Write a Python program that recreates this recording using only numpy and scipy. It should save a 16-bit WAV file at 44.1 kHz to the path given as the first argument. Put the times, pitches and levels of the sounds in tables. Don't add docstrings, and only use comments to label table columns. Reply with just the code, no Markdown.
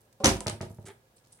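import sys
import numpy as np
from scipy import signal
from scipy.fft import rfft, irfft
from scipy.io import wavfile

SR = 44100
rng = np.random.default_rng(int(sys.argv[2]) if len(sys.argv) > 2 else 0)


def undo_db(level):
    steps = np.asarray(level, float) / 20
    return 10 ** steps


def generate_wav(sig):
    pcm = np.round(np.clip(np.atleast_2d(sig).T, -1, 1) * 32767).astype(np.int16)
    wavfile.write(sys.argv[1], SR, pcm)


N = 61740

# f/Hz, level/dB per Hz
AIR_SPECTRUM = [(15, -74), (25, -52), (108, -15.5), (389, -18.5), (524, -17.5), (651, -18), (1680, -27.5),
                (13300, -35.5), (16500, -35.5)]
# f/Hz, width/Hz, level/dB rms
HUM_LINES = [(55, 14, -79), (118, 12, -74), (535, 30, -84), (1660, 25, -88)]
# f/Hz, likeness/1
LIKENESS = [(60, 1), (200, 0.92), (400, 0.88), (700, 0.43), (1400, -0.075), (3100, -0.091), (8000, .03)]
# f/Hz, t60/s
ROOM_DECAY = [(60, 0.46), (150, 0.48), (400, 0.27), (1000, 0.25), (3000, 0.25), (7000, 0.2), (15000, 0.3)]
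# f/Hz, level/dB
ROOM_COLOUR = [(60, -3.5), (300, 12), (1000, 15.5), (3000, 11), (6000, 6), (11000, 9.5), (16000, 5.5)]
# f/Hz, level/dB
MIC_LEAN = [(100, -1.5), (1000, -1), (5000, -.5), (9000, -3.5), (15000, -4)]
# t/s, length/s, level/dB rms, centre f/Hz, width/Hz
RUSTLES = [(.005, 0.049, -66.5, 9700, 4040), (0.126, 0.038, -66.5, 6530, 5000),
           (0.641, 0.17, -67.5, 9700, 3020), (0.696, 0.095, -61, 9000, 5000),
           (0.808, 0.051, -63.5, 6760, 6000), (0.859, .05, -63, 12500, 2500),
           (1.156, .01, -66.5, 13200, 3020), (1.161, 0.037, -58.5, 8930, 1305),
           (1.1615, 0.039, -65.5, 4530, 1985), (1.239, 0.032, -64.5, 5050, 4000),
           (1.27, 0.1, -66, 7010, 4860), (1.319, 0.041, -54.5, 9100, 1400), (1.32, 0.043, -60, 5640, 2500),
           (1.346, 0.068, -63.5, 9000, 1500), (1.384, 0.074, -59, 1600, 1200)]
# f/Hz, level/dB, t60/s
DRAWER_MODES = [(226, -6, 0.081), (417, -11, 0.28), (546, -1, 0.2), (770.6, -6, 0.12), (1030, -16, .1),
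                (1130, -11.5, 0.038), (1440, -16.5, 0.035)]
# f/Hz, level/dB, t60/s
HANDLE_MODES = [(403, 0, .05), (500, -9, .03), (700, -7, .025), (870, -6, .025), (1300, 2, .007),
                (2300, 1, .004), (3400, 1, .003)]
# f/Hz, level/dB
SNAP_SPECTRUM = [(300, -28), (1000, -4), (3000, -2.5), (5500, -3.5), (8000, -3.5), (10500, -5.5),
                 (12500, -16.5), (16000, -19)]
# t/s, peak level/dB, f/Hz, left-right/dB, room share/dB
SKITTER = [(.3685, -29, 7500, 2.5, -3), (.4062, -18.5, 8700, 2.5, -4), (.4981, -17.5, 8500, 3, -4),
           (.8556, -41, 7500, -2, -4), (.8592, -40, 8300, -2, -4), (.8632, -34.5, 8800, -2, -4),
           (.8666, -36.5, 8400, -2, -4), (.8698, -35, 8800, -2, -4), (.8731, -35.5, 9300, -2, -4),
           (.8765, -39, 9000, -2, -4), (.8822, -39.5, 9500, -2, -4), (.8853, -37, 9800, -2, -4),
           (.8880, -41, 7500, -2, -3), (.8935, -48, 8500, -2, 2), (.900, -50, 8500, -2, -1)]
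# t/s, peak level/dB, f/Hz, ring t60/ms, room share/dB
TICKS = [(0.201, -54, 5050, 0.99, 19.5), (0.2379, -37, 4000, 5.1, 5.5), (0.2411, -22.5, 3600, 1.8, 11),
         (0.2446, 0, 6130, 5, 3.5), (0.2476, -18.5, 6700, 8.4, 2.5), (0.2476, -18, 6140, 6, -5.5),
         (0.2552, -8.5, 5800, 4, 2.5), (0.2587, 0.5, 5850, 6, -2.5), (0.2616, -14, 6140, 8, -2),
         (0.2684, -6, 6200, 4, 4.5), (0.2787, -22, 6105, 7.2, 1.5), (0.291, -14, 5000, 6.3, 5),
         (0.4689, -14, 5500, 1.4, 3), (0.4821, -14, 4360, 2.5, -3), (.6130, -26, 5510, 0.83, 4),
         (0.6239, -36.5, 4595, 2.3, 0)]
# f/Hz, level/dB, t60/s
PANEL_MODES = [(200, 1.5, 0.079), (233, -3, 0.21), (290, -2, 0.097), (385, -0.5, 0.14), (500, -2, 0.08),
               (563, -0.5, 0.057), (672, -8, 0.12), (783, -2.5, 0.048), (912, -6, 0.038),
               (1004.7, -5.5, 0.065), (1252, -4.5, 0.019), (1600, -10, 0.007), (2200, -8.5, 0.0046)]
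# f/Hz, level/dB, t60/s
CABINET_HOLLOW = [(57, -14, .3), (99.8, 5, 0.053), (122.5, -1, 0.042), (150.4, -9, 0.071)]
# f/Hz, level/dB, t60/s
BOARD_MODES = [(228.5, 0, 0.12), (355, -0.5, 0.095), (383, -9.5, 0.072), (485.4, -2.5, 0.063),
               (578, 1, 0.042), (677, -1.5, 0.058), (800, -6, 0.063), (930, -0.5, 0.029), (1247, 0, 0.017),
               (2130, 4, 0.0049)]
# f/Hz, level/dB, t60/s
FLOOR_HOLLOW = [(57.3, -23, .2), (106.1, -4, 0.13), (132, -6.5, 0.12), (161, -5, 0.054)]
# t/s, boom peak level/dB, knock peak level/dB, contact/ms, favoured f/Hz
CABINET_BLOWS = [
    (0.2374, -24, -21.5, 0.35, 290),
    (0.244, -34, -13.5, 0.51, 290),
    (.2525, -43.5, -16.5, 0.64, 540),
    (0.262, -23, -19.5, 0.46, 800),
    (.275, -22, -20.5, .5, 385),
    (.290, -29.5, -23, 0.6, 245),
    (.312, -24, -24.5, 0.56, 385),
    (.352, -31.5, -34, 0.35, 537),
    (0.407, -53, -35.5, 0.084, 800),
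]
# t/s, boom peak level/dB, knock peak level/dB, contact/ms, favoured f/Hz
FLOOR_BOUNCES = [(0.463, -27.5, -26, 0.3, 355), (.478, -61, -27, 0.43, 557), (.497, -30, -34, 0.22, 720),
                 (0.525, -35, -38.5, 1, 360), (0.564, -52, -51, 0.88, 200), (.607, -29, -31, 0.22, 355),
                 (0.628, -37.5, -32, 0.77, 520), (0.664, -39.5, -44, 0.46, 485),
                 (.703, -38.5, -42, 0.8, 234), (.785, -36, -41, 0.74, 355),
                 (0.8428, -42.5, -48.5, 0.65, 355), (0.883, -48.5, -51, 0.63, 238),
                 (0.94, -62.5, -60, 0.88, 383)]

THUMP_PAN_DB = -0.5


def read(points, hz):
    f, value = np.transpose(points)
    return np.interp(np.log(hz + 1), np.log(f + 1), value)


def evened(x):
    return x / np.sqrt(np.mean(x ** 2) + 1e-20)


def peaked(x):
    return x / abs(x).max()


def add(mix, s, sound):
    part = mix[:, round(s * SR):][:, :sound.shape[1]]
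    part += sound[:, :part.shape[1]]


def pair(left, other, hz):
    same = np.clip(read(LIKENESS, hz), -1, 1)
    return np.array([left, same * left + np.sqrt(1 - same ** 2) * other])


def diffuse(size, field_db):
    frames = size // 64 + 5
    hz = np.fft.rfftfreq(256, 1 / SR)[:, None]
    a, b, c, d = rng.standard_normal((frames, 129, 4)).T
    z = pair(a + 1j * b, c + 1j * d, hz)
    z = z * undo_db(field_db(hz, np.arange(frames) * 64 / SR))
    return signal.istft(z, nperseg=256, noverlap=192)[1][:, :size]


def placed(x, pan_db, wet_db, lag_ms):
    tail = diffuse(SR // 2, lambda hz, t: read(ROOM_COLOUR, hz) - 60 * t / read(ROOM_DECAY, hz))
    tail *= np.minimum(np.arange(tail.shape[1]) / (0.0012 * SR), 1)
    path = undo_db(wet_db) * tail / np.linalg.norm(tail[0])
    lag = round(lag_ms * SR / 1000)
    path[0, max(lag, 0)] = undo_db(pan_db / 2)
    path[1, max(-lag, 0)] = undo_db(-pan_db / 2)
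    return signal.fftconvolve(x[None], path, axes=1)


def modes(table, size, spread_db, flip=-1.016):
    hz, db, t60 = np.transpose(table)[:, :, None]
    t = np.arange(size) / SR
    spot = undo_db(spread_db * rng.standard_normal((len(table), 1)))
    spot = spot * flip ** np.cumsum(np.arange(len(table)))[:, None]
    return (spot * undo_db(db - 60 * t / t60) * np.sin(2 * np.pi * hz * t)).sum(0)


def air():
    hz = np.fft.rfftfreq(N, 1 / SR)
    a, b = rfft(rng.standard_normal((N, 2)).T)
    z = pair(a, b, hz)
    bed = undo_db(-67.5) * evened(irfft(z * undo_db(read(AIR_SPECTRUM, hz)), N))
    for f, width_hz, db in HUM_LINES:
        bed = bed + undo_db(db) * evened(irfft(z / (1 + ((hz - f) / width_hz) ** 2), N))
    return bed


def rustle(length, db, hz, width_hz):
    t = np.arange(round(3 * length * SR)) / SR
    band = diffuse(len(t), lambda f, s: -6 * ((f - hz) / width_hz) ** 2 + 6.7 * rng.standard_normal(len(s)))
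    return undo_db(db - 14 * t / length) * np.minimum(t / 0.0033, 1) * evened(band)


def touch():
    ring = modes(DRAWER_MODES, size=SR // 4, spread_db=1)
    ring *= np.minimum(np.arange(SR // 4) / (0.0044 * SR), 1)
    return placed(undo_db(-31.5) * peaked(ring), THUMP_PAN_DB, wet_db=-1.5, lag_ms=0)


def drag():
    swell_s, hold_s, release_s = .012, .045, .035
    t = np.arange(SR // 5) / SR
    held = swell_s + hold_s
    slips = rng.standard_normal(len(t)) * undo_db(3 * rng.exponential(1, len(t)))
    slips *= rng.random(len(t)) < .1
    shape = np.minimum(t / swell_s, 1) * undo_db(-60 * np.maximum(t - held, 0) / release_s)
    ring = signal.fftconvolve(slips * shape, modes(HANDLE_MODES, size=SR // 10, spread_db=0))
    level = np.std(ring[:round(held * SR)])
    return placed(undo_db(-51) * ring / level, THUMP_PAN_DB, wet_db=-8, lag_ms=0)


def tick(db, hz, ring_ms, edge_db, pan_db, wet_db, lag_ms, top_db):
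    f = abs(np.fft.fftfreq(1024, 1 / SR))
    snap_db = read(SNAP_SPECTRUM, f) + top_db * np.clip((f - 8000) / 5000, 0, 1)
    log_gain = np.log(undo_db(snap_db))
    snap = np.fft.ifft(np.exp(np.conj(signal.hilbert(log_gain)))).real[:300]
    ring = modes([(hz, 0, max(ring_ms, .5) / 1000)], size=500, spread_db=0)
    edge = np.gradient(np.convolve(ring, snap)[:500])
    both = peaked(np.pad(peaked(snap), (0, 200)) + undo_db(edge_db) * peaked(edge))
    return placed(undo_db(db) * both, pan_db, wet_db, lag_ms)


def thump(wood, hollow, boom_db, knock_db, contact_ms, spot_hz):
    size, favour_db, favour_octaves, boom_rise_s = SR // 4, 4.5, .25, .008
    struck = []
    for f, db, t60 in wood:
        nearness = np.exp(-(np.log2(f / spot_hz) / favour_octaves) ** 2)
        struck.append((f, db + favour_db * nearness, t60))
    u = np.arange(800) / (SR * np.clip(contact_ms, .1, 8) / 4000)
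    push = u * np.exp(-u)
    knock = signal.fftconvolve(modes(struck, size, spread_db=1.5), push)[:size]
    boom = -modes(hollow, size, spread_db=2, flip=1.)
    boom *= np.minimum(np.arange(size) / (boom_rise_s * SR), 1)
    return (placed(undo_db(knock_db) * peaked(knock), THUMP_PAN_DB, wet_db=-5, lag_ms=0)
            + placed(undo_db(boom_db) * peaked(boom), THUMP_PAN_DB, wet_db=-10, lag_ms=0))


def scene():
    mix = air()
    for s, *row in RUSTLES:
        add(mix, s, rustle(*row))
    add(mix, .2015, touch())
    add(mix, .854, drag())
    for s, db, hz, pan_db, wet_db in SKITTER:
        add(mix, s, tick(db, hz, ring_ms=.8, edge_db=4, pan_db=pan_db, wet_db=wet_db, lag_ms=-.02, top_db=-6.5))
    for s, db, hz, ring_ms, wet_db in TICKS:
        add(mix, s, tick(db, hz, ring_ms, edge_db=-8, pan_db=6.5, wet_db=wet_db, lag_ms=.19, top_db=-4.5))
    for s, *row in CABINET_BLOWS:
        add(mix, s, thump(PANEL_MODES, CABINET_HOLLOW, *row))
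    for s, *row in FLOOR_BOUNCES:
        add(mix, s, thump(BOARD_MODES, FLOOR_HOLLOW, *row))
    return mix


def roll_off(x):
    return signal.sosfilt(signal.butter(12, 16700, fs=SR, output="sos"), x)


def record(dry):
    low_hz, top_hz, ceiling = 42, 16150, .9
    lean = undo_db(read(MIC_LEAN, np.fft.rfftfreq(N, 1 / SR)) / 2)
    x = irfft(rfft(dry) * np.array([lean, 1 / lean]), N)
    x = signal.sosfilt(signal.butter(3, low_hz, "high", fs=SR, output="sos"), x)
    x = x / (1 + (x / ceiling) ** 8) ** (1 / 8)
    x = signal.oaconvolve(x, signal.firwin(511, top_hz, fs=SR)[None], "same")
    mix = 1.017 * x
    return roll_off(mix)


dry = scene()
out = record(dry)
generate_wav(out)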